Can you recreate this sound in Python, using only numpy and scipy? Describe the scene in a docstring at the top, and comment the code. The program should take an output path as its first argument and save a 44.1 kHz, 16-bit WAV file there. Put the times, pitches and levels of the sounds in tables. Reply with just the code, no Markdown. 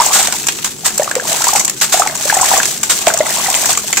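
"""First comes a plop and a hiss of sand on water, then a crunch: close to the microphone, a hand is
crumbling a dry block of cement and sand over a plastic tub of water. Each squeeze breaks loose a rush
of grains, and chips snap off. Lumps smack the water and trap ringing air bubbles; showers of sand
patter on it and stir up smaller ones. A small hard room hums faintly and throws the sound back,
and a limiter holds down the loudest peaks."""
import sys
import numpy as np
from scipy import signal
from scipy.fft import rfft, irfft
from scipy.io import wavfile
from scipy.ndimage import uniform_filter1d, minimum_filter1d

SR = 44100
rng = np.random.default_rng(int(sys.argv[2]) if len(sys.argv) > 2 else 0)


def waveform_to_disk(signal):
    """Save audio, clipped to [-1, 1], as 16-bit WAV at the path in sys.argv[1]."""
    frames = np.transpose(np.atleast_2d(signal))
    scaled = np.clip(frames, -1, 1) * 32767
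    samples = np.round(scaled).astype(np.int16)
    wavfile.write(sys.argv[1], SR, samples)


N = 176400  # 4 seconds


def amp(db):
    """Turns decibels into a number to multiply by."""
    return 10 ** (np.asarray(db) / 20)


def normalised(x):
    """Scales a signal to an average power of 1."""
    return x / np.sqrt(np.mean(x ** 2) + 1e-20)


def value_at(points, hz):
    """Looks up a frequency in a table, blending between rows on a scale of octaves."""
    row_hz, value = np.transpose(points)
    return np.interp(np.log(hz + 1), np.log(row_hz + 1), value)


def volume_curve(points):
    """Joins rows of seconds and dB into one gain for every sample."""
    return amp(np.interp(np.arange(N) / SR, *np.transpose(points)))


def add(mix, start_s, sound):
    """Adds a sound to the mix, cutting off whatever runs past the end."""
    part = mix[:, max(round(start_s * SR), 0):][:, :sound.shape[-1]]
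    part += sound[..., :part.shape[1]]


def colour(x, tone, keep_power=True, size=2048):
    """Makes some frequencies louder and others softer, following a tone table."""
    gain = amp(value_at(tone, abs(np.fft.fftfreq(size, 1 / SR))))
    gain = normalised(gain) if keep_power else gain
    spectrum = np.exp(np.conj(signal.hilbert(np.log(gain))))  # rings only after a hit, never before
    taps = np.fft.ifft(spectrum).real
    return signal.oaconvolve(x, taps[None], axes=1)[:, :x.shape[1]]


# How alike the two sides are. Each row: frequency in Hz, likeness from 0 (unrelated) to 1 (the same).
STEREO_LIKENESS = [(30, 0.23), (150, 0.82), (700, 0.57), (1300, 0.68), (2500, 0.59), (4500, 0.06)]

def noise(size):
    """Stereo white noise: left and right are partly alike lower down, unrelated in the treble."""
    left, other = rfft(rng.standard_normal((2, size)))
    likeness = value_at(STEREO_LIKENESS, np.fft.rfftfreq(size, 1 / SR))
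    right = likeness * left + np.sqrt(1 - likeness ** 2) * other
    return irfft(np.array([left, right]), size)


def scatter(sound, per_s, spread_db):
    """Repeats a sound at random times. A positive spread makes a few much louder, a negative softer."""
    hits = rng.random(N) < per_s / SR
    strengths = amp(spread_db * np.minimum(rng.exponential(1, N), 5))
    return signal.oaconvolve((hits * strengths)[None], sound, axes=1)[:, :N]


def grit(per_s, spread_db, kinds=20, size=384, fade_s=0.00088, clump_s=0.0085, clump_db=2.5):
    """A stream of tiny sharp grains of many kinds, bunched in clumps."""
    fade = np.exp(-np.arange(size) / SR / fade_s)
    grains = sum(scatter(normalised(noise(size) * fade), per_s / kinds, spread_db) for _ in range(kinds))
    clumps = normalised(uniform_filter1d(rng.standard_normal(N), int(clump_s * SR)))
    return normalised(grains * amp(clump_db * clumps))


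def dull_ring(size, low_hz, high_hz, width_hz=580):
    """Cement is full of pores and rings only dully: a broad band of noise around a random pitch."""
    hz = rng.uniform(low_hz, high_hz)
    resonance = signal.iirpeak(hz, hz / width_hz, fs=SR)
    return normalised(signal.lfilter(*resonance, noise(size)))


# The tone of the room's hum. Each row: frequency in Hz, relative level in dB.
HUM_TONE = [(40, -20.5), (150, 2), (195, -3.5), (211, 8.5), (230, -2.5), (400, -1),
            (700, -21.5), (9000, -26)]

def room_hum():
    """The room hums low and steady: faint noise, strongest near 211 Hz."""
    return amp(-38.5) * colour(noise(N), HUM_TONE, size=8192)


# How long the room rings. Each row: frequency in Hz, seconds to fade by 60 dB.
ECHO_FADE = [(200, 1), (600, 0.21), (7000, 0.15)]

def room_echo(x, size=16384, rise_s=0.0072):
    """Hard walls throw the sound back as a short blur in which the bass lasts longest."""
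    hz, t, bands = signal.stft(noise(size), SR, nperseg=256)
    fade = amp(-60 * t / value_at(ECHO_FADE, hz)[:, None])
    tail = signal.istft(bands * fade, SR, nperseg=256)[1]
    tail *= np.minimum(np.arange(tail.shape[1]) / SR / rise_s, 1)
    return signal.fftconvolve(x, tail / np.linalg.norm(tail[0]), axes=1)[:, :N]


def bubble(hz, glide, life_cycles=5.46, size=2000):
    """Trapped air rings briefly and rises in pitch; glide is the share of pitch gained each cycle."""
    lag_s = rng.normal() * 0.00006  # the sound reaches one side slightly first
    cycles = hz * np.maximum(np.arange(size) / SR + np.array([[lag_s], [-lag_s]]), 0)
    rise = 1 - np.exp(-cycles / 0.39)
    fade = np.exp(-(cycles / life_cycles) ** 2)
    return rise * fade * np.sin(2 * np.pi * cycles * (1 + glide * (cycles - life_cycles) / 2))


# How strongly the water bubbles and splashes. Each row: time in seconds, level in dB.
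BUBBLING_LEVEL = [(0, -24.5), (.2, -25.5), (.32, -36.5), (.75, -52.5), (1.0, -32.5), (1.25, -36),
                  (1.33, -24.5), (1.57, -30.5), (1.64, -32.5), (1.8, -55), (2.0, -26.5), (2.23, -34),
                  (2.28, -28.5), (2.59, -18), (2.66, -39.5), (2.95, -38.5), (3.08, -29), (3.4, -25.5),
                  (3.68, -27.5), (3.82, -41)]
# The tone of the splashing. Each row: frequency in Hz, relative level in dB.
SPLASH_TONE = [(200, -32), (720, -6), (14000, -47)]

def bubbling_water(kinds=32, per_s=520, low_hz=654, high_hz=3166, db_per_octave=-2.5):
    """Showers of crumbs splash and stir up small bubbles; the higher ones are softer."""
    bubbles = np.zeros((2, N))
    for hz in np.geomspace(low_hz, high_hz, kinds):
        life_cycles = 4.77 * np.sqrt(hz / low_hz) * (0.5 + rng.random())
        ring = bubble(hz, glide=0.056 * rng.random(), life_cycles=life_cycles)
        gain = amp(db_per_octave * np.log2(hz / low_hz))
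        bubbles += gain * scatter(ring, per_s / kinds, spread_db=4.5)
    splash = colour(grit(per_s=6000, spread_db=-9), SPLASH_TONE)
    return (normalised(bubbles) + amp(-7.5) * splash) * volume_curve(BUBBLING_LEVEL)


# The flow of falling sand. Each row: time in seconds, level in dB.
SAND_FLOW = [(0, -17), (.2, -21.5), (.3, -31.5), (.35, -22.5), (.44, -29.5), (.52, -26.5), (.75, -34.5),
             (.83, -34), (.97, -27), (1.22, -31.5), (1.3, -18), (1.58, -22), (1.64, -32), (1.79, -30.5),
             (1.97, -25), (2.12, -29.5), (2.28, -19), (2.42, -22.5), (2.53, -15), (2.62, -23.5),
             (2.68, -20), (2.8, -29.5), (3.0, -21.5), (3.2, -29.5), (3.32, -20.5), (3.68, -19.5),
             (3.76, -26)]
# The tone of its hiss. Each row: frequency in Hz, relative level in dB.
SAND_TONE = [(100, -14.5), (350, -6), (800, -8.5), (3500, 0), (7300, -0.5), (15500, -3)]

def falling_sand(kinds=24, size=500, ticks_per_s=170, tick_s=0.0016):
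    """Fine sand hisses on the water, and each kind of coarser grain ticks at its own pitch."""
    hiss = colour(grit(per_s=6000, spread_db=-9), SAND_TONE)
    fade = np.exp(-np.arange(size) / SR / tick_s)
    ticks = np.zeros((2, N))
    for _ in range(kinds):
        tick = dull_ring(size, low_hz=1720, high_hz=8340) * fade
        ticks += scatter(tick, ticks_per_s / kinds, spread_db=4)
    return (hiss + amp(-9.5) * normalised(ticks)) * volume_curve(SAND_FLOW)


# Lumps landing in the water. Each row: start in seconds, bubble pitch in Hz, relative level in dB.
LUMPS = [(0.001, 940, -0.5), (0.016, 1130, -10), (0.159, 810, -16), (0.193, 775, -16), (0.283, 696, -21.5),
         (0.996, 583, -9.5), (1.077, 1200, -17), (1.114, 1640, -15), (1.164, 507, -14), (1.198, 1620, -16),
         (1.421, 1350, -19), (1.4693, 954, -12.5), (1.489, 1120, -14), (1.531, 805, -14), (1.552, 833, -13),
         (1.564, 765, -16), (1.942, 705, -8), (1.998, 740, -7), (2.02, 1250, -8), (2.062, 840, -16),
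         (2.076, 2100, -15), (2.255, 580, -19), (2.299, 1660, -3.5), (2.326, 855, -10.5), (2.368, 758, -10),
         (2.411, 755, -6.5), (2.430, 990, -12), (2.567, 1120, -15), (2.601, 1620, -10.5),
         (3.072, 667, -0.5), (3.102, 1530, -14), (3.143, 660, -15.5), (3.205, 608, -7), (3.484, 763, -17.5),
         (3.692, 742, -16.5), (3.775, 1170, -16), (3.932, 2150, -12), (3.972, 2340, -2.5)]
# The dull tone of a lump's smack or a chip's knock. Each row: frequency in Hz, relative level in dB.
IMPACT_TONE = [(60, -38), (400, -7), (1100, -2), (2500, -2.5), (5000, -8.5), (15000, -50)]

def plopping_lumps(size=2000, smack_s=0.0057, followers=3, follow_s=0.04):
    """Each lump smacks the water and traps a ringing bubble; a few smaller, higher ones follow."""
    bubbles, smacks = np.zeros((2, 2, N))
    smack_fade = np.exp(-np.arange(size) / SR / smack_s)
    for start, hz, db in LUMPS:
        add(bubbles, start, amp(db + 4.5) * bubble(hz, glide=0.009))
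        for lateness, octaves_up in rng.random((followers, 2)):
            small_bubble = bubble(hz * 2 ** octaves_up, glide=0.028)
            add(bubbles, start + follow_s * lateness, amp(db - 16) * small_bubble)
        add(smacks, start, amp(db - 11) * noise(size) * smack_fade)
    return bubbles + colour(smacks, IMPACT_TONE)


# Chips snapping off or striking. Each row: start in seconds, relative snap and knock levels in dB.
CHIPS = [(0.06, -3, -24), (0.131, -3, -22), (.228, -13, -16), (.272, -13, -14), (.324, -14, -13),
         (0.4688, -10, -19.5), (0.4851, -7.5, -6.5), (.587, -34, -20.5), (0.9784, -9, -27),
         (1.031, -17, -29), (1.112, -19, -20), (1.153, -15.5, -16.5), (1.441, -7.5, -12), (1.482, -8, -36),
         (1.489, -23, -39), (1.535, -10, -26), (1.558, 1, -5.5), (1.595, -2.5, -13.5), (1.6483, -7, -21),
         (1.679, -16, -15), (1.697, -13, -20), (1.995, -1, -18), (2.073, -16.5, -18), (2.153, -15.5, -21),
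         (2.345, -9, -19), (2.37, -12.5, -21), (2.412, -0.5, -30), (2.444, -13.5, -20), (2.575, -2, -12),
         (2.6307, -12.5, -11), (2.6547, -11, -17.5), (2.8316, -5.5, -12), (2.989, -23, -23),
         (3.068, -13.5, -4.5), (3.08, -6, -7), (3.138, -9.5, -22), (3.1748, -14.5, -36), (3.188, -18, -45),
         (3.501, -13, -32), (3.549, -5.5, -11), (3.657, -3, -9.5), (3.729, -13, -32), (3.774, -9, -15),
         (3.928, -8.5, -13.5), (3.9703, -0.5, -4.5)]
# The bright tone of a snap. Each row: frequency in Hz, relative level in dB.
SNAP_TONE = [(300, -19), (2500, -24), (5500, 6), (15500, -1)]

def snapping_chips(size=1000, snap_s=0.0013, knock_s=0.0045, after_snaps=2, break_s=0.005):
    """A chip breaks with one sharp snap and a few weaker ones, over a duller knock and a clink."""
    snaps, rings, knocks = np.zeros((3, 2, N))
    t = np.arange(size) / SR
    knock_fade = np.exp(-t / knock_s)
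    for start, snap_db, knock_db in CHIPS:
        snap_shape = np.exp(-t / snap_s)
        for delay in break_s * rng.random(after_snaps):
            snap_shape += 0.5 * (t > delay) * np.exp(-abs(t - delay) / snap_s)
        add(snaps, start, amp(snap_db + 3) * noise(size) * snap_shape)
        add(rings, start, amp(snap_db - 3) * dull_ring(size, low_hz=6700, high_hz=7300) * snap_shape)
        add(knocks, start, amp(knock_db - 0.5) * noise(size) * knock_fade)
        add(rings, start, amp(knock_db - 8) * dull_ring(size, low_hz=1840, high_hz=3360) * knock_fade)
    return colour(snaps, SNAP_TONE) + rings + colour(knocks, IMPACT_TONE)


# Squeezes of the hand. Each row: start in seconds, level in dB, seconds to rise,
# seconds to fade to about a third.
SQUEEZES = [(0.125, -8.5, 0.011, 0.075), (0.643, -14, 0.003, 0.022), (0.844, -13, 0.015, 0.025),
            (1.81, -5.5, 0.0054, 0.02), (1.919, -9, 0.0049, 0.037), (2.894, -9, 0.0074, 0.021),
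            (3.684, -12, 0.024, 0.02)]
# The tone of the crunch. Each row: frequency in Hz, relative level in dB.
CRUNCH_TONE = [(100, -19), (400, -10.5), (1200, -1.5), (2200, -4.5), (4000, -2.5), (7300, -2), (15500, -8)]

def crunching_block():
    """Under each squeeze, grains break loose in a rush that dies away."""
    t = np.arange(N) / SR
    rush = np.zeros(N)
    for start, db, rise_s, fade_s in SQUEEZES:
        rise = np.clip((t - start) / rise_s, 0, 1)
        fade = np.exp(-np.maximum(t - start - rise_s, 0) / fade_s)
        rush += amp(db) * rise * fade
    return colour(grit(per_s=7100, spread_db=2.5) * rush, CRUNCH_TONE)


def scene():
    """Mixes the room's hum and echo with the water and the crumbling cement."""
    water = bubbling_water() + plopping_lumps()
    cement = falling_sand() + snapping_chips() + crunching_block()
    echo = room_echo(amp(-12.5) * water + amp(-10.5) * cement)
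    return room_hum() + echo + water + cement


# The microphone's tone. Each row: frequency in Hz, left gain in dB, right gain in dB.
MIC_TONE = [(20, 3.5, 2), (2500, 3.5, 3.5), (5400, 5.5, 3), (7830, 12.5, 10.5), (8020, -1, 6),
            (8290, 12, 16), (8700, 0, 1)]

def record(dry, ceiling=1.287, limiter_s=0.0008, top_hz=15750):
    """The microphone colours the sound; peaks are turned down, then clipped; the top treble is cut."""
    tones = np.array(MIC_TONE)
    left = colour(dry[[0]], tones[:, [0, 1]], keep_power=False)
    right = colour(dry[[1]], tones[:, [0, 2]], keep_power=False)
    stereo = np.vstack([left, right])
    span = int(limiter_s * SR)
    needed_gain = np.minimum(ceiling / (abs(stereo).max(0) + 1e-9), 1)
    smooth_gain = uniform_filter1d(minimum_filter1d(needed_gain, span), span)
    clipped = np.clip(stereo * smooth_gain, -1, 1)
    treble_cut = signal.firwin(301, top_hz, window=("kaiser", 8), fs=SR)
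    return signal.oaconvolve(clipped, treble_cut[None], "same")


dry = scene()
out = record(dry)
waveform_to_disk(out)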